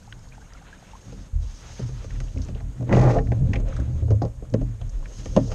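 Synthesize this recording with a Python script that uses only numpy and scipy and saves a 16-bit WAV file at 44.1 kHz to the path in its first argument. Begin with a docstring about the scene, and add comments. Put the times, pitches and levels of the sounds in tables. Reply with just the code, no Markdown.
"""An angler shifts about in a plastic kayak, heard by a microphone in a housing fixed to the hull.
From the start a faint outdoor hiss lies under three swaying hull modes, a dull rumble and soft noise,
water trickle at first and cloth rustle later. Shaped noise rubs the deck; gliding sines drip and burble
over the first second; small crackles tick. Contact bursts then knock the deck panels, and near three
seconds a board drags and skips along the deck. Shoves and knocks go on to the end."""
import sys
import numpy as np
from scipy import signal
from scipy.fft import rfft, irfft, next_fast_len
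from scipy.io import wavfile
from scipy.ndimage import uniform_filter1d, map_coordinates

SR = 44100
rng = np.random.default_rng(int(sys.argv[2]) if len(sys.argv) > 2 else 0)


def unload_audio(sound):
    """Save the sound as a 16-bit wav file, at the path given as the first command line argument."""
    columns = np.transpose(np.atleast_2d(sound))
    # keep every value between -1 and 1, then stretch to whole-number steps
    steps = np.round(np.clip(columns, -1, 1) * 32767)
    wavfile.write(sys.argv[1], SR, steps.astype(np.int16))


def ratio(d):
    """dB to gain"""
    e = np.asarray(d, float) / 20
    return 10 ** e


N = 244592  # length in samples


def unit(x):
    """Scale to rms 1."""
    return x / np.sqrt(np.mean(x ** 2) + 1e-20)


def curves(rows):
    """One value per sample for each column after the time; -120 dB outside the rows."""
    s, *columns = np.transpose(rows)
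    return [np.interp(np.arange(N) / SR, s, c, left=-120, right=-120) for c in columns]


def wobble(rate):
    """A smooth random curve, rate knots a second."""
    knots = rng.standard_normal(int(N * rate / SR) + 4)
    return map_coordinates(knots, [np.arange(N) * rate / SR])


def filtered(x, response):
    """Filter x by a complex response of frequency."""
    m = next_fast_len(N + SR // 2)
    hz = np.fft.rfftfreq(m, 1 / SR)
    return irfft(rfft(x, m) * response(hz), m)[:N]


def colour(points):
    """Gain of a spectrum in dB, read on log frequency."""
    f, db = np.transpose(points)
    return lambda hz: ratio(np.interp(np.log(hz + 1), np.log(f + 1), db))


def through(force, response):
    """The response to a force, scaled so that white force of rms 1 gives rms 1."""
    power = np.mean(abs(response(np.linspace(0, SR / 2, 8192))) ** 2)
    return filtered(force, response) / np.sqrt(power)


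def grit(rate, lump_db):
    """Noise of rms 1 whose strength stutters, as in stick-slip friction."""
    return unit(ratio(lump_db * wobble(rate)) * rng.standard_normal(N))


def patchy(x, patch_db):
    """Random patches of gain over time and frequency; rms 1."""
    z = signal.stft(x, nperseg=512)[2]
    field = uniform_filter1d(rng.standard_normal(z.shape), size=8, axis=0)
    field = uniform_filter1d(field, size=8, axis=1)
    patched = z * ratio(patch_db * unit(field))
    return unit(signal.istft(patched, nperseg=512)[1][:N])


def bursts(s, db, t60, sharp, spread):
    """A contact force per event: a first blow, arriving up to spread s late, then dying chatter."""
    out, t = np.zeros(N + SR), np.arange(SR // 5) / SR
    luck = rng.uniform(size=(len(s), 2))
    for k in range(len(s)):
        chatter = rng.standard_normal(len(t)) * ratio(-60 * t / max(t60[k], .004))
        chatter[0] += sharp * np.sign(luck[k, 0] - .5)  # the blow pushes either way
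        start = round((s[k] + spread * luck[k, 1]) * SR)
        out[start:][:len(t)] += ratio(db[k]) * chatter
    return out[:N]


# Outdoor hiss. Each row: frequency in Hz, relative level in dB per Hz.
AIR_SPECTRUM = [(88, -21), (150, 2.5), (302, -10.5), (352, -21), (471, -14), (4060, -34.5), (5750, -47.5),
                (6590, -23.5), (7260, -26), (9160, -30), (10300, -39), (11800, -35), (15500, -57)]


def air():
    """Faint steady hiss of trees, water and the microphone."""
    return ratio(-55.5) * through(grit(6.8, lump_db=0.45), colour(AIR_SPECTRUM))


# Shoves of the shifting body against hull and seat. Each row: start in seconds, swell level in dB
# in the first, second and third low hull mode, swell level in dB in the broad panels.
BODY_SHOVES = [(0.11, -47.5, -56, -58, -65), (0.25, -70, -51.5, -61, -76), (0.34, -70, -61, -65, -72),
               (1.059, -41.5, -48, -52.0, -48), (1.13, -68, -48, -59, -43.5), (1.18, -61, -49, -56, -68),
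               (1.33, -35, -23.5, -25, -58.0), (1.43, -64, -43, -56, -60), (1.61, -52.5, -51, -48, -58),
               (1.69, -48.5, -48, -47, -73), (1.811, -26.5, -40, -38.0, -43),
               (1.92, -39.5, -35, -45.0, -56.0), (2.05, -42, -53, -38.5, -51), (2.11, -49.0, -27, -52, -45),
               (2.18, -36.0, -32.5, -52, -43.5), (2.34, -34.5, -32.5, -26, -36),
               (2.47, -37, -65, -41, -36.5), (2.52, -39.5, -32, -36, -60), (2.62, -36.5, -35, -34.5, -49.5),
               (2.74, -41.5, -63.5, -46, -44), (2.79, -25.5, -59.0, -36, -30), (2.88, -29.5, -32, -35, -25),
               (2.92, -17.5, -32.5, -31, -22.5), (2.97, -23, -36, -29.5, -26), (3.04, -15, -35.0, -34, -25),
               (3.1, -64, -34, -55, -36.5), (3.15, -30, -25, -33, -28.5), (3.24, -33.5, -57, -33, -37.0),
               (3.28, -23.5, -64, -31, -37), (3.35, -24.5, -36.5, -65, -40),
               (3.4, -24.5, -26.5, -26, -31.5), (3.48, -31.5, -41, -30, -29),
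               (3.55, -33.5, -23.5, -39, -41), (3.61, -35, -33, -30.5, -38), (3.73, -33.5, -30, -35, -43),
               (3.78, -32.0, -65, -24, -33), (3.87, -26.5, -62, -38.5, -42.5),
               (3.93, -47.5, -34, -25.5, -39), (4.01, -21, -44, -22.5, -37), (4.098, -18, -44, -27, -40),
               (4.15, -32.5, -46.5, -36, -48), (4.21, -32.5, -39.0, -34.5, -42.5),
               (4.37, -48, -38.5, -43, -60), (4.46, -42.5, -52, -46, -52), (4.522, -23.5, -37.0, -41, -22),
               (4.6, -35.0, -27.5, -51, -39.5), (4.67, -33.5, -65, -39, -63),
               (4.8, -36.5, -30.0, -34.5, -49), (4.93, -48, -25.5, -63, -49.5),
               (5.169, -40, -34.5, -40, -43), (5.27, -36, -34.5, -37, -42), (5.352, -23, -34, -37.0, -25),
               (5.44, -43, -37, -40, -65), (5.49, -40, -38, -44, -56)]


def shoved(column, rise_s, idle_db, restless_db):
    """Gain of one mode: every shove builds up and dies away over a restless idle rocking."""
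    rows = np.transpose(BODY_SHOVES)
    coarse = np.arange(0, N, 64)
    u = np.clip(coarse[:, None] / SR - rows[0], 0, None) / rise_s
    swell = (u * np.exp(1 - u)) ** 0.99 @ ratio(rows[column])  # each shove peaks at u = 1
    return np.interp(np.arange(N), coarse, swell) + ratio(idle_db + restless_db * wobble(14))


# Three lowest hull modes. Each row: pitch in Hz, random pitch wander in Hz, build-up in seconds,
# idle rocking level in dB.
HULL_MODES = [(119.1, 7.33, 0.03, -59), (42.15, 6.82, 0.041, -54.5), (76.5, 9.3, 0.029, -60)]


def sway():
    """Each low mode is a sine of wandering pitch that swells with the shoves."""
    out = 0
    for k, (hz, wander_hz, rise_s, idle_db) in enumerate(HULL_MODES):
        phase = 2 * np.pi * np.cumsum(hz + wander_hz * wobble(24)) / SR
        gain = shoved(k + 1, rise_s, idle_db, restless_db=4.5) * ratio(1.67 * wobble(24.89))
        out = out + np.sqrt(2) * gain * np.sin(phase + rng.uniform(0, 2 * np.pi))
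    return out


# Low rumble of the shoved hull. Each row: frequency in Hz, relative level in dB per Hz.
RUMBLE_SPECTRUM = [(12, -29.5), (22, 1.5), (60, -6), (110, -4.5), (150, -27.5), (400, -90.5)]


def rumble():
    """A dull rumble of noise that swells with the second hull mode's shoves."""
    gain = ratio(-12.5) * shoved(column=2, rise_s=0.055, idle_db=-38.5, restless_db=4.0)
    return gain * through(grit(5.5, lump_db=2.5), colour(RUMBLE_SPECTRUM))


# Background hiss and soft noise, partly cloth; the hiss briefly drops out after some clicks.
# Each row: time in seconds, hiss level in dB, soft noise level in dB (water trickle in the first
# second, cloth rustle later).
HISS_AND_SOFT = [(0.0, -64.5, -63), (0.6, -66.5, -56.5), (1.26, -60, -59.5), (1.3, -69, -61),
                 (1.39, -67, -65), (1.43, -59.5, -57), (1.74, -51, -50), (1.93, -58.5, -54.5),
                 (2.4, -60.5, -58.5), (2.44, -57, -57), (2.52, -64.5, -57), (2.67, -69, -62),
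                 (3.24, -65.5, -59.5), (3.55, -64, -58), (3.64, -75, -58.5), (3.69, -62, -52.5),
                 (4.1, -67.5, -64), (4.4, -71.5, -64.5), (5.02, -65.5, -60.5), (5.15, -52.5, -56.5),
                 (5.55, -55, -54)]
# The bright hiss. Each row: frequency in Hz, relative level in dB per Hz.
HISS_SPECTRUM = [(1760, -32), (3000, -7.5), (3510, -10.5), (5520, -4), (6470, -4.5), (7120, -10.5),
                 (10000, -26), (11300, -32), (15500, -39)]
# The soft noise. Each row: frequency in Hz, relative level in dB per Hz.
SOFT_SPECTRUM = [(470, -15), (800, -15), (873, -13), (1180, -16), (1280, -14), (4000, -23.5), (5200, -44.5),
                 (8800, -120)]


def hiss_and_soft_noise():
    """Grainy bright hiss over darker soft noise, each following its own level curve."""
    hiss_db, soft_db = curves(HISS_AND_SOFT)
    hiss = through(patchy(grit(60, lump_db=1.5), patch_db=1.5), colour(HISS_SPECTRUM))
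    soft = through(patchy(grit(36, lump_db=3.1), patch_db=0.5), colour(SOFT_SPECTRUM))
    return ratio(hiss_db) * hiss + ratio(soft_db) * soft


def panels(table, force):
    """Each mode rings under its own share of the force; white force of rms 1 gives rms 1."""
    out, power = 0, 0
    for hz, width_hz, db in table:
        # soft plastic passes little above the mode
        push = signal.lfilter(*signal.butter(2, 1.78 * hz, fs=SR), force())
        out = out + ratio(db) * signal.lfilter(*signal.iirpeak(hz, hz / width_hz, SR), push)
        power += ratio(db) ** 2 * np.pi * width_hz / SR
    return out / np.sqrt(power)


# Deck modes, in turn the broad, small and stiff panels and the ribs.
# Each row: frequency in Hz, width in Hz, relative level in dB.
BROAD_MODES = [(157.3, 37.7, -1.5), (190.6, 18.5, -2.5), (214.5, 45, -9), (265.8, 11.5, -2.5),
               (300.6, 27, -9.5)]
SMALL_MODES = [(356, 46, 0.37), (445.2, 34.4, 4.6), (529.6, 39.4, 4.8), (616, 32.6, 1.5)]
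STIFF_MODES = [(692, 27, 0), (807, 24, -1), (947, 33, -12.5), (1032, 30, -8.5), (1107, 50, -15)]
RIB_MODES = [(1190, 37, 3), (1380, 70, -4), (1560, 70, -7.5), (1817, 35, -2.5), (1946, 100, -7)]


def deck(broad, small, stiff, ribs):
    """The deck rings: four groups of modes, each shaken by its own contact force."""
    low = panels(BROAD_MODES, broad) + panels(SMALL_MODES, small)
    return low + panels(STIFF_MODES, stiff) + panels(RIB_MODES, ribs)


# The body's weight rubbing the small panels. Each row: time in seconds, level in dB.
WEIGHT_RUB = [(0.0, -67.5), (0.85, -64.5), (2.42, -55), (2.8, -58), (3.23, -47), (3.83, -48), (4.35, -57),
              (4.75, -59.5), (5.25, -54), (5.47, -43), (5.55, -38)]
# A board dragged along the deck. Each row: time in seconds, level in dB, ribs in dB relative to it,
# scratch in dB relative to it.
BOARD_DRAG = [(2.87, -48, -19, -24), (2.9, -31, -12, -29), (2.934, -21, -13, -22.5),
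              (2.978, -22, -14.5, -23.5), (3.04, -20, -16.5, -24), (3.07, -18, -18.5, -30.5),
              (3.095, -18.5, -15, -28.5), (3.124, -24, -20, -21), (3.172, -24.5, -25.5, -27),
              (3.24, -55.5, -20, -19)]
# The board's bright scratch. Each row: frequency in Hz, relative level in dB per Hz.
SCRATCH_SPECTRUM = [(1600, -23.5), (2300, 1.5), (2900, -9), (3600, -9.5), (5600, -9), (7000, -12.5),
                    (8600, -23.5), (11500, -33), (15000, -53.5)]


def friction():
    """Shoved weight, rubbing and a dragged board shake the panels with stuttering noise."""
    pressed = shoved(column=4, rise_s=0.026, idle_db=-59.5, restless_db=2.0)
    rub_db, = curves(WEIGHT_RUB)
    drag_db, rib_db, scratch_db = curves(BOARD_DRAG)

    # the board skips over the moulded tread, hardest around skip_s, then settles
    skip_s, skips_per_s, skip_db, settle_s = 2.927, 48, 7, 0.15
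    skips = (np.arange(N) / SR - skip_s) * skips_per_s + .06 * wobble(30)
    skip_depth_db = skip_db * np.exp(-abs(skips) / skips_per_s / settle_s)
    judder_db = drag_db + skip_depth_db * (.5 - skips % 1)
    judder_db = judder_db + 1.2 * wobble(110)  # it sticks and slips

    small_gain = ratio(rub_db) + ratio(judder_db)
    stiff_gain = ratio(rub_db - 13.5) + ratio(judder_db - 6.5)
    rung = deck(broad=lambda: pressed * grit(18, lump_db=2.0),
                small=lambda: small_gain * grit(21.97, lump_db=4.0),
                stiff=lambda: stiff_gain * grit(23.95, lump_db=6.0),
                ribs=lambda: ratio(judder_db + rib_db) * grit(25.85, lump_db=1.5))
    scratch = ratio(drag_db + scratch_db) * grit(150, lump_db=2.5)
    return rung + through(scratch, colour(SCRATCH_SPECTRUM))


# Single drips. Each row: start in seconds, level in dB, starting pitch in Hz, t60 in seconds.
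WATER_DRIPS = [(0.076, -39, 792, .04), (0.323, -39, 2360, 0.023), (0.38, -35.5, 805, .024),
               (0.417, -44.5, 1530, 0.048), (0.523, -43, 1290, .029), (0.55, -40, 1340, .035),
               (0.616, -42.5, 760, 0.05), (0.728, -36, 1594, 0.05), (0.826, -35, 730, 0.015),
               (0.934, -36, 863, .051), (0.952, -37, 1020, 0.039)]


def drips():
    """Each drop traps a bubble whose pitch rises as it surfaces; small ones burble as the catch drains."""
    out, t = np.zeros(N + SR), np.arange(SR // 8) / SR
    bubbles, drained_s = 200, 1.15
    s, size, pitch, life = rng.uniform(size=(bubbles, 4)).T
    burble = np.c_[s * drained_s, -58 + 12 * size ** 2, 450 * 6 ** pitch, .01 + .02 * life, 8 * life]
    single = [(*drip, 2.8) for drip in WATER_DRIPS]
    for s, db, hz, t60, rise in [*single, *burble]:
        phase = 2 * np.pi * hz * (t + rise * t * t)  # pitch gains 2 * rise of itself a second
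        fade = ratio(db - 60 * t / t60) * (1 - np.exp(-t / 0.00074))
        out[round(s * SR):][:len(t)] += fade * np.sin(phase)
    return out[:N]


# Small hard ticks, and the bright rib ring of some deck knocks. Each row: start in seconds,
# level in dB, ring pitch in Hz, ring t60 in seconds, crackle in dB relative to the ring.
TICKS_AND_RINGS = [(0.0692, -48, 5770, 0.011, -8), (0.1247, -33, 1530, .023, -7),
                   (0.1255, -36.5, 3070, 0.013, -12), (0.1925, -51, 5050, .015, -8),
                   (0.2875, -51, 4500, .02, -8), (0.5352, -42.5, 5460, 0.013, -10),
                   (0.6244, -38.5, 1200, 0.015, -6), (2.1054, -43, 1890, 0.042, -9),
                   (2.2027, -38.5, 1830, .023, 4), (2.283, -50, 3200, .02, -8),
                   (2.375, -43, 2600, 0.02, -10), (2.3836, -43.5, 6170, 0.012, -8),
                   (2.4179, -42.5, 4940, .04, -4), (2.4483, -42, 6380, 0.017, -12),
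                   (2.548, -45, 3140, 0.036, -10), (2.6017, -43, 1720, 0.034, -12),
                   (2.893, -33, 1900, 0.026, -20), (2.926, -18.5, 1800, .03, -24),
                   (2.948, -28, 2220, .03, -16), (3.1854, -30.5, 1680, .045, -18),
                   (3.271, -39, 1700, 0.026, -14), (3.319, -33.5, 1870, 0.041, -19),
                   (3.5328, -25, 2000, 0.051, -23), (3.5561, -28.5, 2160, 0.054, -19),
                   (3.6026, -50, 6590, .02, -7), (3.681, -48, 1930, 0.045, -8), (3.686, -47, 6500, .02, -6),
                   (3.7248, -34.5, 1380, 0.044, -22), (3.7644, -38, 1370, 0.086, -0.5),
                   (3.7986, -38, 1260, .082, -4), (4.22, -43.5, 4780, .06, -13),
                   (4.25, -48, 4730, 0.026, -10), (4.452, -44.5, 1190, 0.019, -10),
                   (4.5002, -51, 6300, 0.018, -10), (4.814, -47, 3100, 0.035, -9),
                   (4.8942, -46, 6100, 0.035, -8), (5.027, -40.5, 870, 0.059, -16),
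                   (5.057, -37.5, 1800, 0.03, -12), (5.3645, -34.5, 3000, 0.045, -14)]


def ticks():
    """A short crackle and a noisy ring at the pitch of the part struck."""
    out, t = np.zeros(N + SR), np.arange(SR // 8) / SR
    for s, db, hz, t60, crackle_db in TICKS_AND_RINGS:
        noise = rng.standard_normal(len(t))
        part = signal.iirpeak(hz, 2.4, SR)
        # two resonances in a row give steep flanks
        ring = unit(signal.lfilter(*part, signal.lfilter(*part, noise)))
        crackle = noise * ratio(crackle_db - 42 * t / t60)  # dies faster than the ring
        out[round(s * SR):][:len(t)] += ratio(db - 60 * t / t60) * (ring + crackle)
    # thin out below 900 Hz and above 7600 Hz
    return filtered(out[:N], lambda hz: hz ** 2 / (hz ** 2 + 900 ** 2) / (1 + (hz / 7600) ** 6))


# Knocks on the deck. Each row: start in seconds, overall level in dB, stiff panels in dB relative to it,
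# snap in dB relative to it, basic contact t60 in seconds.
DECK_KNOCKS = [(1.122, -40.5, -5, -7, .077), (1.793, -28, -31, -12, .033), (1.89, -38.5, -25, -11, .05),
               (2.043, -38.5, -26, -4, .062), (2.203, -45.5, 4, 10, .083), (2.36, -36, -25, -28, .058),
               (2.387, -37, -18, -16, .05), (2.486, -35.5, -29, -6, .067), (2.554, -40, -3, -16, .036),
               (2.606, -47.5, 7, 0, .033), (2.807, -35, -9, -16, .05), (2.826, -30.5, -16, -18, .034),
               (2.893, -21, -9, -22, .03), (2.926, -16, -12, -15, .03), (2.968, -14.5, -10, -22, .064),
               (3.274, -40, -22, -9, .054), (3.319, -24.5, -5.5, -19, .044), (3.534, -35.5, 3.5, -2, .099),
               (3.558, -28.5, -17, -13, .084), (3.585, -39, -11, -23, .12), (3.599, -39, -6, -5, .055),
               (3.788, -32.5, -12, -24, .066), (4.022, -38, -25, -31, .091), (4.081, -34.5, -11, -18, .046),
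               (4.105, -20.5, -16.5, -19.5, .13), (4.218, -23.5, 0.5, -19, .083),
               (4.233, -24.5, -22, -28, .069), (4.249, -26.5, -19, -19, .11), (4.422, -36, -13, -27, .097),
               (4.539, -16, -16, -15.5, .057), (4.614, -31, -16, -17, .084), (4.812, -44, 2.5, -1.5, .064),
               (5.257, -30, -13, -2, .034), (5.364, -9, -13, -19.5, .11), (5.516, -32.5, -2, -2, .13)]
# The bright snap of contact. Each row: frequency in Hz, relative level in dB per Hz.
SNAP_SPECTRUM = [(1350, -38.5), (2300, -2.5), (2960, -3), (3380, -11), (4110, -7), (6530, -6), (7060, -12),
                 (15000, -54.5)]


def knocks():
    """Gear strikes the deck: a blow and chatter ring all the panels under a bright snap."""
    s, db, stiff_db, snap_db, t60 = np.transpose(DECK_KNOCKS)
    # stiff panels and ribs get slightly shorter contacts, the snap the shortest
    rung = deck(
        broad=lambda: bursts(s, db - 12.5, t60, sharp=72, spread=0.0064),
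        small=lambda: bursts(s, db - 3.5, t60, sharp=16.7, spread=0.00299),
        stiff=lambda: bursts(s, db + stiff_db - 5.5, 0.91 * t60, sharp=16.0, spread=0.0013),
        ribs=lambda: bursts(s, db + snap_db - 12.5, 0.93 * t60, sharp=14.0, spread=.0015))
    snap = bursts(s, db + snap_db - 8, 0.57 * t60, sharp=3.7, spread=0.00055)
    return rung + through(snap, colour(SNAP_SPECTRUM))


def scene():
    """All sources at one microphone."""
    steady = air() + sway() + rumble() + hiss_and_soft_noise()
    return (steady + friction() + drips() + ticks() + knocks())[None]


# The housing's port. The one row: resonance in Hz, width in Hz, level in dB relative to the direct sound.
PORT_MODE = (6454, 210, 3.1)


def housing_port(x):
    """The port resonates alongside the direct sound and lifts one treble band."""
    hz, width_hz, db = PORT_MODE

    def response(f):
        return 1 + ratio(db) * 1j * f * width_hz / (hz * hz - f * f + 1j * f * width_hz)
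    return filtered(x, response)


def roll_off(x):
    """The treble ends steeply here."""
    return signal.sosfilt(signal.butter(12, 15610, fs=SR, output="sos"), x)


def record(dry):
    """The microphone hears the scene through the housing's port."""
    wet = housing_port(dry[0])
    return roll_off(wet[None])


dry = scene()
out = record(dry)
unload_audio(out)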